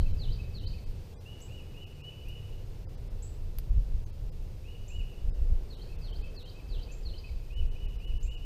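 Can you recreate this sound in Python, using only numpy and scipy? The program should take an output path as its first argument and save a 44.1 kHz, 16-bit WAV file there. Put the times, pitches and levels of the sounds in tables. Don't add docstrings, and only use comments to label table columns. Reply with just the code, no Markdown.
import sys
import numpy as np
from scipy import signal
from scipy.fft import rfft, irfft
from scipy.io import wavfile
from scipy.ndimage import uniform_filter1d

SR = 44100
rng = np.random.default_rng(int(sys.argv[2]) if len(sys.argv) > 2 else 0)


def master(y):
    cut = np.clip(np.atleast_2d(y).T, -1, 1)
    pcm = np.round(cut * 32767)
    wavfile.write(sys.argv[1], SR, pcm.astype(np.int16))


def ratio(d):
    e = np.asarray(d, float) / 20
    return 10 ** e


N = 372644


def coloured(points):
    hz, db = np.transpose(points)
    bins = np.maximum(np.fft.rfftfreq(N, 1 / SR), 1)
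    gain = ratio(np.interp(np.log(bins), np.log(hz), db, -120, -120))
    noise = irfft(rfft(rng.standard_normal(N)) * gain, N)
    return noise / noise.std()


def walk(rate_hz, size=N):
    hold = int(SR / rate_hz)
    steps = np.repeat(rng.standard_normal(size // hold + 1), hold)
    return 1.49 * uniform_filter1d(uniform_filter1d(steps, hold), hold)[:size]


def add(out, sound, at_s):
    start = int(round(at_s * SR))
    sound = sound[max(-start, 0):max(N - start, 0)]
    first = max(start, 0)
    out[first:first + len(sound)] += sound


# frequency in Hz, level in dB per Hz.
BUFFET_SPECTRUM = [(9, -15), (16, 0.5), (27, 3), (40, -1), (60, -9), (90, -22.5), (130, -44)]
# frequency in Hz, level in dB per Hz.
FLUTTER_SPECTRUM = [(45, -37), (70, 3.5), (110, -1.5), (160, -11), (240, -22), (400, -34.5)]
# time in seconds, buffet level in dB, flutter level in dB.
BREEZE = [(0, -35, -40), (.45, -37, -37), (.9, -41.5, -42.5), (1.2, -49.5, -47), (1.7, -44.5, -44.5),
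          (2.15, -52, -50.5), (2.5, -41.5, -47), (3, -40.5, -45.5), (3.7, -38.5, -44.5), (4.2, -40, -44),
          (4.9, -43, -46.5), (5.5, -48, -49), (6, -36, -44.5), (6.6, -46.5, -48.5), (7.2, -43.5, -49.5),
          (7.7, -46, -47), (8.45, -36, -47)]
# time of the peak in seconds, peak in dB, half length in seconds.
GUSTS = [(-0.008, -17, 0.11), (0.131, -24, 0.037), (0.31, -24, 0.048), (0.71, -34.5, 0.069),
         (0.894, -35, 0.075), (2.291, -35, .05), (2.523, -42.5, 0.063), (2.71, -43.5, 0.055),
         (3.133, -39, 0.13), (3.457, -35, 0.092), (3.588, -32, 0.041), (3.709, -25.5, 0.031),
         (3.774, -19, 0.06), (3.947, -27, 0.08), (4.26, -32, 0.06), (4.417, -37, 0.061),
         (4.82, -37.5, 0.042), (4.996, -26, 0.066), (5.28, -25.5, 0.085), (5.422, -24, 0.046),
         (5.522, -20.5, 0.1), (6.21, -32.5, 0.1), (6.76, -29, .1), (7.068, -33.5, 0.15), (7.352, -30, .06),
         (7.634, -23.5, 0.13), (7.865, -30, 0.065), (7.98, -32.5, .04), (8.132, -26.5, 0.075),
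         (8.255, -27, 0.055)]


def wind():
    fall_db, gust_flutter_db = 17, -22
    t = np.arange(N) / SR
    s, buffet_db, flutter_db = np.transpose(BREEZE)
    gust = sum(ratio(db - fall_db * np.abs((t - at) / half) ** 1.14) for at, db, half in GUSTS)
    buffet = coloured(BUFFET_SPECTRUM)
    buffet /= uniform_filter1d(buffet ** 2, size=2600) ** 0.37
    buffet *= np.clip(.3 + t / .015, 0, 1)
    buffet_level = ratio(np.interp(t, s, buffet_db)) + gust
    flutter_level = ratio(np.interp(t, s, flutter_db)) + ratio(gust_flutter_db) * gust
    return buffet_level * buffet / buffet.std() + flutter_level * coloured(FLUTTER_SPECTRUM)


def yard(hz, t60_s, wash_db):
    leaf_t60_s, leaf_db = .11, -3
    wall_s, wall_db = .102, -13
    t = np.arange(SR) / SR
    blur = rng.standard_normal(SR) * 1000 ** (-t / leaf_t60_s)
    blur /= np.linalg.norm(blur)
    decay = 1000 ** (-t / (t60_s * 2500 / hz))
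    lumps = ratio(1.9 * walk(60, size=SR))
    wash = rng.standard_normal(SR) * lumps * decay * np.clip(t / 0.017, 0, 1)
    path = ratio(leaf_db) * blur + ratio(wash_db) * wash / np.linalg.norm(wash)
    add(path, ratio(wall_db) * blur[:SR // 20], wall_s)
    path[0] = 1
    return path


def bird(calls, shape, t60_s, wash_db, flicker_db=2.0):
    out = np.zeros(N)
    for s, percent, *peaks in calls:
        for note, peak_db in zip(shape, peaks):
            at, hz, note_db = np.transpose(note)
            t = np.arange(at[0], at[-1], 1 / SR)
            glide = uniform_filter1d(np.interp(t, at, hz), size=90, mode="nearest")
            glide *= 1 + percent / 100
            flicker = walk(130, size=len(t))
            flicker -= flicker.mean()
            level = ratio(peak_db + np.interp(t, at, note_db) + flicker_db * flicker)
            tone = level * np.sin(2 * np.pi * np.cumsum(glide) / SR)
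            heard = signal.fftconvolve(tone, yard(glide.mean(), t60_s, wash_db))
            add(out, heard, s + at[0])
    return out


# seconds from the start of the call, pitch in Hz, level in dB.
ROLL_NOTES = [
    [(-.006, 5300, -34), (.008, 4850, -15), (.03, 4350, -1), (.045, 4100, -5), (.057, 3870, -3),
     (.066, 3500, -8), (.074, 3150, -9), (.09, 2780, -18), (.094, 2750, -30)],
    [(.096, 2750, -22), (.108, 2950, -10), (.119, 3150, 0), (.126, 3200, -25)],
    [(.128, 3750, -22), (.14, 4000, -9), (.149, 4450, 0), (.157, 4900, -4), (.162, 5150, -25)],
    [(.2, 2420, -22), (.214, 2540, -3), (.232, 2620, 0), (.248, 2590, -4), (.254, 2450, -10),
     (.264, 2260, -13), (.27, 2150, -30)],
]
# start in seconds, then peaks in dB of the fall, hook, rise and low note.
ROLL_CALLS = [
    (-.17, -46, -45.5, -49, -58.5),
    (.176, -46, -51, -45.5, -55.5),
    (0.525, -49, -52.5, -46, -56),
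    (5.677, -55, -53, -52.5, -57.5),
    (6.013, -51, -48.5, -51.5, -54),
    (6.344, -50.5, -47.5, -51.5, -56),
    (6.68, -48, -46.5, -51, -53.5),
    (7.031, -50, -49, -48.5, -52.5),
]


def rolling_songs():
    calls = [(s, 0, *peaks) for s, *peaks in ROLL_CALLS]
    return bird(calls, ROLL_NOTES, t60_s=1.2, wash_db=-2.5, flicker_db=3.5)


# seconds from the start of the call, pitch in Hz, level in dB.
OPENER_NOTE = [
    [(.012, 2640, -24), (.024, 2720, 0.5), (.045, 2860, 1), (.065, 2926, 1), (.095, 2910, 4.5),
     (.11, 2800, -21)],
]
# start in seconds, pitch shift in percent, peak in dB.
OPENER_CALLS = [
    (1.238, 0.19, -56),
]
# seconds from the start of the call, pitch in Hz, level in dB.
ARCH_NOTE = [
    [(-.006, 2380, -14), (.004, 2480, -4), (.022, 2720, -2), (.042, 2890, -2), (.065, 2945, 0),
     (.092, 2950, 2), (.106, 2800, -1), (.12, 2520, -3), (.126, 2420, -20)],
]
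# start in seconds, pitch shift in percent, peak in dB.
ARCH_CALLS = [
    (1.484, -0.69, -55.5),
    (1.738, 0.12, -55.5),
    (1.996, 0.29, -53.5),
    (2.256, 0.065, -53.5),
    (4.645, -0.63, -57),
    (4.895, -0.57, -54),
    (7.504, .6, -55.5),
    (7.755, 0.0092, -55),
    (8.001, 0.11, -55.5),
    (8.257, 0.25, -53.5),
]


def arched_whistles():
    opener = bird(OPENER_CALLS, OPENER_NOTE, t60_s=1.31, wash_db=-0.18)
    return opener + bird(ARCH_CALLS, ARCH_NOTE, t60_s=1.31, wash_db=-0.18)


# seconds from the start of the call, pitch in Hz, level in dB.
CHIP_NOTE = [
    [(-.001, 5800, -16), (.002, 6500, -3), (.005, 7250, -3), (.009, 7600, 0), (.014, 7750, -4),
     (.019, 7780, -28)],
]
# start in seconds, pitch shift in percent, peak in dB.
CHIP_CALLS = [
    (1.414, 1.5, -50),
    (3.222, 2, -48.5),
    (4.879, -1.8, -53),
    (6.916, -3, -53),
    (8.226, -1.5, -52.5),
]


def chips():
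    return bird(CHIP_CALLS, CHIP_NOTE, t60_s=0.88, wash_db=0.73)


def ring(modes, pitch):
    t = pitch * np.arange(SR // 10) / SR
    sound = sum(ratio(db) * 1000 ** (-t / t60) * np.sin(2 * np.pi * hz * t) for hz, db, t60 in modes)
    return sound / np.abs(sound).max()


# frequency in Hz, level in dB, T60 in seconds.
HUSK_MODES = [(1900, -6, .003), (2900, -5, .003), (4100, -6, .003), (4900, 1, .008), (6200, -2, .003),
              (8500, -4, .003)]
# frequency in Hz, level in dB, T60 in seconds.
SHELL_MODES = [(11300, -4, .003), (12300, -2, .003), (13100, 0, .004), (14100, -13, .003)]
# start in seconds, shell level in dB, husk level in dB,
# after-crackle level in dB, husk pitch as a factor.
CRACKS = [
    (1.4044, -52, -44.5, -8, 1.2),
    (2.2846, -44.5, -49, -6, 1.2),
    (3.5857, -25, -31.5, -17, 1),
    (4.0587, -77, -52, -3, 1.3),
    (6.796, -74, -44, -12, .63),
    (6.872, -82, -42, -14, .1),
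]


def cracks():
    out = np.zeros(N)
    t = np.arange(SR // 40) / SR
    for s, shell_db, husk_db, tear_db, pitch in CRACKS:
        fibres = rng.standard_normal(len(t)) * (rng.random(len(t)) < .15)
        push = fibres * np.exp(-t / 0.0067) * (t > .0035) * ratio(tear_db)
        push[[0, 14]] = .3, 1
        body = ratio(shell_db) * ring(SHELL_MODES, 0.98) + ratio(husk_db) * ring(HUSK_MODES, pitch)
        add(out, signal.fftconvolve(push, body), s)
    return out


# time in seconds, firing rate in Hz, level in dB.
ENGINE = [(1.801, 36, -64), (2.0, 36, -49.5), (2.3, 34.24, -46), (2.701, 32.35, -46.5), (3.0, 31.8, -51.5),
          (3.2, 31.9, -73)]
# multiple of the firing rate, level in dB.
ENGINE_ORDERS = [(3, -0.5), (4, -3), (5, -14)]


def engine():
    s, hz, db = np.transpose(ENGINE)
    t = np.arange(N) / SR
    turn = 2 * np.pi * np.cumsum(np.interp(t, s, hz)) / SR
    orders = sum(ratio(order_db + 2.26 * walk(4.75)) * np.sin(k * turn) for k, order_db in ENGINE_ORDERS)
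    return ratio(np.interp(t, s, db, -120, -120)) * orders


# frequency in Hz, level in dB per Hz.
TRAFFIC_SPECTRUM = [(100, -21), (170, -6), (303, -6), (429, -2.5), (506, -3.5), (546, -7.5), (595, -9.5),
                    (701, -12.5), (1220, -21), (2300, -26), (2990, -50), (5060, -120)]
# frequency in Hz, level in dB per Hz.
HISS_SPECTRUM = [(1180, -33), (2000, -7), (2410, -1.5), (2640, 3), (3130, -1), (4210, -1.5), (4940, -1),
                 (5570, -4), (6590, -6), (7170, -8), (8640, -9.5), (10200, -13), (13100, -10),
                 (14100, -9.5), (15100, -18)]
# frequency in Hz, width in Hz, level in dB rms.
HISS_PEAKS = [(9580, 150, -88.5), (14440, 230, -81.5)]
# frequency in Hz, level in dB rms.
WHINE = [(8631, -92.5), (14086, -87)]
# time in seconds, gain in dB.
DRIFT = [(0, 1.65), (1.4, 1.6), (2.8, 0.4), (4.2, -0.1), (5.6, 0.8), (7, 0.6), (8.45, 0.3)]


def background():
    t = np.arange(N) / SR
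    traffic = ratio(-57 + 0.74 * walk(2.6)) * coloured(TRAFFIC_SPECTRUM)
    hiss = ratio(-66.5 + 0.36 * walk(3)) * coloured(HISS_SPECTRUM)
    for hz, width, db in HISS_PEAKS:
        hiss += ratio(db) * coloured([(hz - width, -14), (hz, 0), (hz + width, -14)])
    whine = sum(np.sqrt(2) * ratio(db) * np.sin(2 * np.pi * hz * t) for hz, db in WHINE)
    return (traffic + hiss) * ratio(np.interp(t, *np.transpose(DRIFT))) + whine


def scene():
    birds = rolling_songs() + arched_whistles() + chips()
    return (wind() + birds + cracks() + engine() + background())[None]


# middle of the first frame in seconds, length in frames,
# frequency in Hz
STARVED = [(.128, 1, 1200), (.597, 1, 600), (.661, 1, 600), (.853, 1, 1200), (1.152, 3, 1200),
           (1.856, 1, 600), (2.027, 1, 1200), (2.859, 2, 1200), (2.965, 1, 5500), (3.093, 1, 5500),
           (3.712, 1, 5500), (4.053, 1, 1200), (4.117, 1, 5500), (4.309, 1, 1200), (5.312, 2, 1200),
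           (5.76, 1, 1200), (5.973, 1, 3500), (6.123, 1, 1200), (6.229, 1, 5500), (6.379, 1, 1200),
           (6.443, 1, 1200), (7.552, 1, 1200), (7.701, 1, 2000), (7.872, 1, 1200), (7.979, 1, 5500),
           (8.064, 1, 1200), (8.192, 1, 1200), (8.299, 1, 1200), (8.363, 1, 1200)]
THINNED = [.469, .939, .981, 1.429, 1.941, 3.755, 6.08, 6.101, 6.293, 6.571, 6.635, 7.68, 7.787, 8.0, 8.149,
           8.384]


def starve(x):
    frame = 1024 * SR / 48000
    starved_db, thinned_db, thinned_hz = 5, 0, 4500
    out, hop, start = x.copy(), int(frame), 0
    rise = np.cumsum(np.kaiser(hop, 4 * np.pi))
    window = np.sqrt(np.r_[rise, rise[::-1]] / rise[-1])
    line = np.arange(hop) + .5
    hz = line * SR / 2 / hop
    phase = np.pi / hop * np.outer(line, np.arange(2 * hop) + .5 + hop / 2)
    basis = window * np.sqrt(2 / hop) * np.cos(phase)
    every = basis @ np.lib.stride_tricks.sliding_window_view(x, 2 * hop)[::hop].T
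    usual = uniform_filter1d(np.median(np.abs(every), axis=1), size=15)
    usual *= ratio(10.5 + 1.8 * np.log2(hz / 4000))
    moments = [(s, thinned_hz, thinned_db) for s in THINNED]
    for s, frames, low_hz in STARVED:
        moments += [(s + k * frame / SR, low_hz, starved_db) for k in range(frames)]
    for s, low_hz, step_db in sorted(moments):
        place = int(round(s * SR / frame) * frame) - hop
        start = start + hop if place - start < hop + 2 else place
        lines = basis @ x[start:start + 2 * hop]
        step = usual * ratio(step_db - 5 * (hz < low_hz))
        rounded = np.sign(lines) * step * np.floor(np.abs(lines) / step + .4)
        error = (rounded - lines) * (hz > 600)
        out[start:start + 2 * hop] += .86 * error @ basis
    return out


def band_limit(x):
    return signal.sosfilt(signal.butter(12, 15250, fs=SR, output="sos"), x)


def record(dry):
    top_cut = signal.ellip(6, .2, 30, 15150, fs=SR, output="sos")
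    mix = starve(signal.sosfiltfilt(top_cut, dry[0]))[None]
    return band_limit(mix)


dry = scene()
out = record(dry)
master(out)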